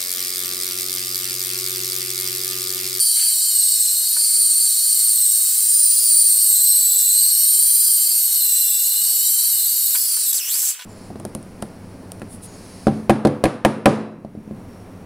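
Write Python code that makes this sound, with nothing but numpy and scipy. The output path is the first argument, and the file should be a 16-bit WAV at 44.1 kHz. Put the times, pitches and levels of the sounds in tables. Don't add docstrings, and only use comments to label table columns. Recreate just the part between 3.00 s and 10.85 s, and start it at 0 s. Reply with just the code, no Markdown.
import sys
import numpy as np
from scipy import signal
from scipy.fft import rfft, irfft
from scipy.io import wavfile
from scipy.ndimage import uniform_filter1d, minimum_filter1d

SR = 44100
rng = np.random.default_rng(int(sys.argv[2]) if len(sys.argv) > 2 else 0)


def waveform_to_disk(signal):
    frames = np.transpose(np.atleast_2d(signal))
    scaled = np.clip(frames, -1, 1) * 32767
    samples = np.round(scaled).astype(np.int16)
    wavfile.write(sys.argv[1], SR, samples)


N = 346185
T = np.arange(N) / SR
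TEETH = 10
# time in seconds, play from 0 to 1, tick against fizz in dB.
PLAY = [(0, 0, -3), (3, 0, -5), (4.3, 0, -9), (5, 0, -2), (5.6, 0, 4), (6.93, 0, 3), (7, .1, 3),
        (7.3, .1, 2), (7.35, .7, -9), (7.43, .3, -12), (7.55, .4, -12), (7.7, .8, -12)]


def shaft(unrest=.002):
    # time in seconds, speed before sway in Hz.
    speed = [(0.0, 444.0), (0.09, 450.6), (0.46, 437.5), (0.53, 424.8), (0.98, 415.9), (1.21, 443.9),
             (2.09, 436.0), (2.21, 417.7), (3.04, 464.2), (3.51, 420.9), (3.97, 396.4), (4.71, 453.9),
             (5.18, 437.5), (5.55, 401.1), (5.76, 397.7), (6.46, 447.0), (6.55, 415.6), (6.945, 424),
             (6.97, 472), (7.01, 485), (7.11, 474), (7.15, 452), (7.24, 432), (7.27, 398), (7.335, 375),
             (7.355, 620), (7.4, 300), (7.425, 252), (7.49, 305), (7.59, 612), (7.7, 595), (7.76, 300)]
    reduction = [(10, .005, 9.6), (70 / 3, .0115, 5.2), (100, .01, 17), (350 / 3, .005, 113)]
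    hz, = curves(speed)
    turns = np.cumsum(hz) / SR
    sway = sum(share * np.cos(2 * np.pi * (turns - lightest) / ratio)
               for ratio, share, lightest in reduction)
    return np.cumsum(hz * (1 + sway + unrest * walk(45))) / SR


def gear_train(turns, cruise_hz=450, stall_hz=374, off_s=7.70, release_s=.06, coast_db=-21):
    # time in seconds, level before gearbox lift in dB.
    tooth_levels = [(0.0, -36), (2.16, -37), (2.3, -42), (2.39, -37.5), (2.74, -51), (3.11, -39),
                    (3.88, -36.5), (4.32, -33.5), (4.71, -44.5), (5.43, -36.5), (7.24, -42.5),
                    (7.29, -36.4)]
    octave_levels = [(0.0, -24), (0.53, -27.5), (0.58, -20), (1.09, -28.5), (1.58, -21.5), (1.7, -26.5),
                     (2.3, -19), (2.55, -28.0), (2.67, -22.5), (4.02, -18), (5.39, -28.5), (5.5, -20.5),
                     (6.46, -32), (7.29, -29.4)]
    # time in seconds, relative rasp level in dB, relative fizz level in dB.
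    treble_levels = [(0.0, -26.5, -31), (1.12, -26, -32), (1.22, -27.5, -32.5), (2.42, -25, -27.5),
                     (2.84, -31.5, -24), (3.62, -20, -27.5), (4.04, -22.5, -29.5), (4.57, -21, -29),
                     (4.63, -21, -27.5), (5.92, -22, -31), (6.89, -22, -30), (7.01, -20, -28),
                     (7.24, -31, -28), (7.3, -16.5, -31)]
    # centre in seconds, change in dB, half length in seconds.
    sputters = [(7.323, -12, .004), (7.331, 7, .004), (7.339, -3, .003), (7.346, 4, .0025)]
    hz = np.gradient(turns) * SR
    tooth_db, = curves(tooth_levels)
    octave_db, = curves(octave_levels)
    rasp_db, fizz_db = curves(treble_levels)
    play, _ = curves(PLAY)
    stall_db = 6.5 * np.log2(np.minimum(hz / stall_hz, 1))
    tooth_db += gearbox_db(TEETH * hz)
    octave_db += gearbox_db(2 * TEETH * hz) + stall_db
    buzz_db = -26 + 18 * np.log2(np.minimum(hz / cruise_hz, 1)) + stall_db
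    clack_db = -21.5 - .1 * T + stall_db
    rasp_db += 1 - 19 * play + stall_db
    fizz_db += 1 + stall_db
    sound = whine(turns, tooth_db, octave_db, buzz_db, rasp_db)
    sound += rattle(turns, clack_db, rasp_db, fizz_db)
    sound += undb(stall_db) * loose_wheels(turns)
    power_db = coast_db * np.clip((T - off_s) / release_s, 0, 1)
    sputter_db = sum(db * np.exp(-((T - s) / half_s) ** 2) for s, db, half_s in sputters)
    return sound * undb(power_db + sputter_db)


def whine(turns, tooth_db, octave_db, buzz_db, rasp_db):
    # multiple of the shaft rate, relative level in dB.
    buzz_lines = [(3, -38), (5, -33), (6, -31), (8, -30), (9, -12), (11, -9), (12, -19), (13, -12),
                  (14, -15), (15, -16), (16, -12), (17, -5), (18, -6), (19, -5), (21, -1), (22, -8),
                  (23, -10), (24, -13), (25, -10), (26, -13)]
    rasp_lines = [(27, -10), (28, -10), (29, -7), (30, -9), (31, -7), (34, -15)]
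    # time in seconds, level in dB.
    sing_levels = [(0, -43), (.5, -46.5), (.8, -51.5), (1.4, -51.5), (3, -52), (3.8, -53.5), (4.6, -45),
                   (5.2, -51.5), (5.6, -43.5), (6.4, -43), (6.8, -52), (7.3, -49), (7.4, -70)]
    play, _ = curves(PLAY)
    sing_db, = curves(sing_levels)
    loose_turns = turns + .025 * play * walk(700)
    tooth = undb(tooth_db) * partial(loose_turns, order=TEETH, flutter=.22, flutter_hz=150)
    octave = undb(octave_db) * partial(loose_turns, order=2 * TEETH, flutter=.24, flutter_hz=170)
    buzz = undb(buzz_db) * shaft_lines(turns, buzz_lines, flutter=.34, dispersion=.01164, surge_db=2)
    sing = undb(sing_db) * partial(turns, order=7, flutter=.8, flutter_hz=200)
    shell_band = signal.butter(3, [11500, 13700], "band", fs=SR, output="sos")
    rasp = shaft_lines(turns, rasp_lines, flutter=.7, dispersion=0, surge_db=.5)
    rasp = undb(rasp_db - 2) * unit(signal.sosfilt(shell_band, rasp))
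    throb = 1 + .3 * np.cos(2 * np.pi * turns / 4) + .3 * np.cos(np.pi * turns)
    throb += .3 * np.cos(2 * np.pi * turns)
    return (1 - .62 * play) * (tooth + throb * octave + buzz + rasp) + sing


def shaft_lines(turns, lines, flutter, dispersion, surge_db):
    hz = np.gradient(turns) * SR
    grid_hz = np.arange(0, SR // 2, 20)
    lift = undb(shell_db(grid_hz))
    sound = 0
    for order, db in lines:
        line = partial(turns, round(order), flutter, flutter_hz=69.88, lag_cycles=dispersion * order ** 2)
        swell = unit(np.interp(order * hz, grid_hz, lift) * undb(surge_db * walk(7)))
        sound += undb(db) * swell * line
    return sound


def rattle(turns, clack_db, rasp_db, fizz_db, tick_s=.0008):
    # frequency in Hz, relative dB.
    clack_colour = [(300, -54), (750, -41), (1000, -48), (1600, -18.5), (2500, -24.5), (3400, -18),
                    (4300, -4.5), (5300, -5.5), (6600, -10), (7600, -8.5), (8400, 6.5), (9600, 3.5),
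                    (11000, 2.5), (11800, -27.5)]
    slide_colour = [(9000, -43.5), (11200, 2), (11700, 5), (12800, 1.5), (13600, -2), (14800, -31)]
    fizz_colour = [(10000, -45), (13300, 8), (14300, -7), (15400, 14.5), (16000, -23)]
    play, tick_db = curves(PLAY)
    press = np.cos(2 * np.pi * turns) + .5 * np.cos(2 * np.pi * turns / 4)
    clack = unit(impacts(TEETH * turns, scatter_db=5.5, late_s=.0001) * (1 + .18 * press))
    slide = unit(impacts(TEETH * turns, scatter_db=1, late_s=.0001) * (1 + .15 * press))
    since_tick_s = (turns % 10) / np.gradient(turns) / SR
    tick = unit(np.exp(-since_tick_s / tick_s) * rng.standard_normal(N))
    fizz = (rng.standard_normal(N) + undb(tick_db) * tick) / np.hypot(1, undb(tick_db))
    grid_hz = np.arange(20, SR // 2, 20)
    resonant_colour = np.c_[grid_hz, spectrum_db(grid_hz, clack_colour) + .5 * shell_db(grid_hz)]
    return (undb(clack_db - 3 - 4 * play) * colour(clack, resonant_colour)
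            + undb(rasp_db - 4.5) * colour(slide, slide_colour)
            + undb(fizz_db) * colour(fizz, fizz_colour))


def loose_wheels(turns, full_play_db=-19):
    # frequency in Hz, width in Hz, relative level in dB.
    modes = [(6460, 220, -6), (7660, 490, 4.5), (8400, 320, -2), (10700, 300, 1)]
    play, _ = curves(PLAY)
    strikes = impacts(TEETH * turns, scatter_db=6, late_s=.0004)
    ring = sum(undb(db) * signal.lfilter(*signal.iirpeak(hz, hz / width_hz, fs=SR), strikes)
               for hz, width_hz, db in modes)
    return undb(full_play_db) * play * unit(ring)


def gearbox_db(hz):
    # centre in Hz, width in Hz, lift in dB.
    resonances = [(4102, 62, 7.5), (4630, 584, 12.5), (8410, 68, 5), (9020, 600, 7)]
    return peaks_db(hz, resonances)


def shell_db(hz):
    # centre in Hz, width in Hz, lift in dB.
    resonances = [(3100, 720, 5.5), (4617, 88, 7), (5635, 270, 5.5), (7630, 1050, 12.5), (8300, 43, -1),
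                  (8930, 89, -9), (10800, 130, 6), (11600, 290, 4), (12650, 2400, 2)]
    return peaks_db(hz, resonances)


def knocks(click_s=.009, size=8192):
    # start in seconds, relative level in dB, click offset in dB.
    blows = [(1.037, -48, -20), (1.167, -33.5, -16), (6.950, -31.5, -3), (6.956, -44.5, 18.5),
             (6.962, -58, -1), (7.171, -41, -4), (7.329, -55, 14), (7.346, -52, 9), (7.556, -41, -5),
             (7.632, -41, -25), (7.792, -42, 5), (7.798, -39.5, 5), (7.809, -46.5, 11), (7.821, -42, 7)]
    # frequency in Hz, relative level in dB, T60 in seconds.
    tin_modes = [(520, -7, .05), (775, -10, 0.15), (1007, 7.5, 0.074), (1500, 9, 0.06), (1490, 15.5, 0.012),
                 (1746, 5.5, 0.13), (2300, 7, 0.042), (3150, -27, .02)]
    # frequency in Hz, relative dB.
    click_colour = [(400, -33), (1500, 6), (4000, 9), (7500, -2), (12000, -1), (16000, -16)]
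    t = T[:size]
    tin = sum(undb(db - 60 * t / t60_s) * np.sin(2 * np.pi * hz * t) for hz, db, t60_s in tin_modes)
    ring, click = np.zeros((2, N + size))
    for start_s, db, click_db in blows:
        i = min(int(start_s * SR), N)
        ring[i:i + size] += undb(db - 12.5) * tin
        click[i:i + size] += undb(db + click_db) * rng.standard_normal(size) * np.exp(-t / click_s)
    bass_cut = signal.butter(3, 650, "high", fs=SR, output="sos")
    return signal.sosfilt(bass_cut, ring[:N] + colour(click[:N], click_colour))


def rubbing(grain_db=3):
    # time in seconds, level in dB.
    rub_levels = [(0, -67), (.155, -62), (.168, -36), (.23, -44), (.3, -45.5), (.36, -64), (7.15, -51),
                  (7.32, -51), (7.45, -41.5), (7.65, -46.5), (7.75, -45), (7.85, -50)]
    # frequency in Hz, relative dB.
    rub_colour = [(300, -24.5), (800, -7), (1400, 3.5), (3000, 13), (5000, -1), (10000, -27)]
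    db, = curves(rub_levels)
    return undb(db + grain_db * walk(200)) * colour(rng.standard_normal(N), rub_colour)


def squeak():
    # time in seconds, pitch in Hz, level in dB.
    contour = [(4.3, 760, -85), (4.55, 850, -62.5), (4.8, 1040, -60), (4.9, 900, -70), (5.05, 890, -65),
               (5.4, 890, -60), (5.7, 810, -73), (5.85, 820, -64), (6.4, 935, -63), (6.6, 980, -62),
               (6.8, 980, -95)]
    hz, db = curves(contour)
    return undb(db) * partial(np.cumsum(hz) / SR, order=1, flutter=.81, flutter_hz=48.6)


def room(x, t60_s, size=16384):
    t = T[:size]
    response = rng.standard_normal(size) * undb(-60 * t / t60_s) * (t > .002)
    return signal.oaconvolve(x, response / np.linalg.norm(response))[:N]


def kitchen(air_db=-54):
    # frequency in Hz, level in dB.
    hum_tones = [(237, -80), (479.5, -69.5)]
    # frequency in Hz, relative dB.
    air_colour = [(25, -9), (100, -6), (220, 1), (350, 2.5), (580, 9.5), (750, 4), (1000, 17), (3000, 11),
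                  (15000, -18)]
    hum = sum(undb(db) * partial(hz * T, order=1, flutter=.079, flutter_hz=4.13) for hz, db in hum_tones)
    return hum + undb(air_db) * colour(rng.standard_normal(N), air_colour)


def partial(turns, order, flutter, flutter_hz, lag_cycles=0):
    angle = 2 * np.pi * ((order * turns - lag_cycles) % 1)
    in_phase = (1 + flutter * walk(flutter_hz)) * np.cos(angle)
    quadrature = flutter * walk(flutter_hz) * np.sin(angle)
    return np.sqrt(2 / (1 + 2 * flutter ** 2)) * (in_phase + quadrature)


def impacts(cycles, scatter_db, late_s):
    onsets = np.flatnonzero(np.diff(np.floor(cycles)) > 0)
    strength, timing = rng.standard_normal((len(onsets), 2)).T
    onsets = np.clip(onsets + np.abs(timing * late_s * SR).astype(int), 0, N - 1)
    return unit(np.bincount(onsets, undb(scatter_db * strength) * np.sign(timing), N))


def colour(x, points, size=2048):
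    hz = np.maximum(np.arange(size // 2 + 1) * SR / size, 1)
    cepstrum = irfft(np.log(undb(spectrum_db(hz, points))))
    cepstrum[1:size // 2] *= 2
    cepstrum[size // 2 + 1:] = 0
    response = irfft(np.exp(rfft(cepstrum)))
    return signal.oaconvolve(x, response / np.linalg.norm(response))[:N]


def spectrum_db(hz, points):
    point_hz, db = np.transpose(points)
    return np.interp(np.log(hz), np.log(point_hz), db)


def peaks_db(hz, peaks):
    return sum(db / (1 + (2 * (hz - centre_hz) / width_hz) ** 2) for centre_hz, width_hz, db in peaks)


def walk(rate_hz):
    values = rng.standard_normal(16384)
    return 1.22 * np.interp(T * rate_hz, np.arange(len(values)), values)


def curves(table):
    times_s, *columns = np.transpose(table)
    return [np.interp(T, times_s, column) for column in columns]


def undb(db):
    return 10 ** (np.asarray(db) / 20)


def unit(x):
    return x / np.sqrt(np.mean(x ** 2))


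def scene(wet_db=-14, side_db=-16):
    # frequency in Hz, relative dB.
    side_colour = [(700, -18), (1500, -17), (2400, -13.5), (5500, 14.5), (8000, 5.5), (15000, 6.0)]
    opener = gear_train(shaft())
    direct = opener + knocks() + rubbing() + squeak()
    mid = direct + undb(wet_db) * room(direct, t60_s=.32) + kitchen()
    side = undb(side_db) * colour(room(opener, t60_s=.43), side_colour)
    return np.array([mid + side, mid - side])


def record(dry, ceiling=.8, top_hz=15700):
    gain = np.minimum(1, ceiling / (np.abs(dry).max(axis=0) + 1e-9))
    gain = uniform_filter1d(minimum_filter1d(gain, size=129), size=129)
    return signal.sosfilt(signal.ellip(12, .2, 85, top_hz, fs=SR, output="sos"), dry * gain)


dry = scene()
out = record(dry)
waveform_to_disk(out)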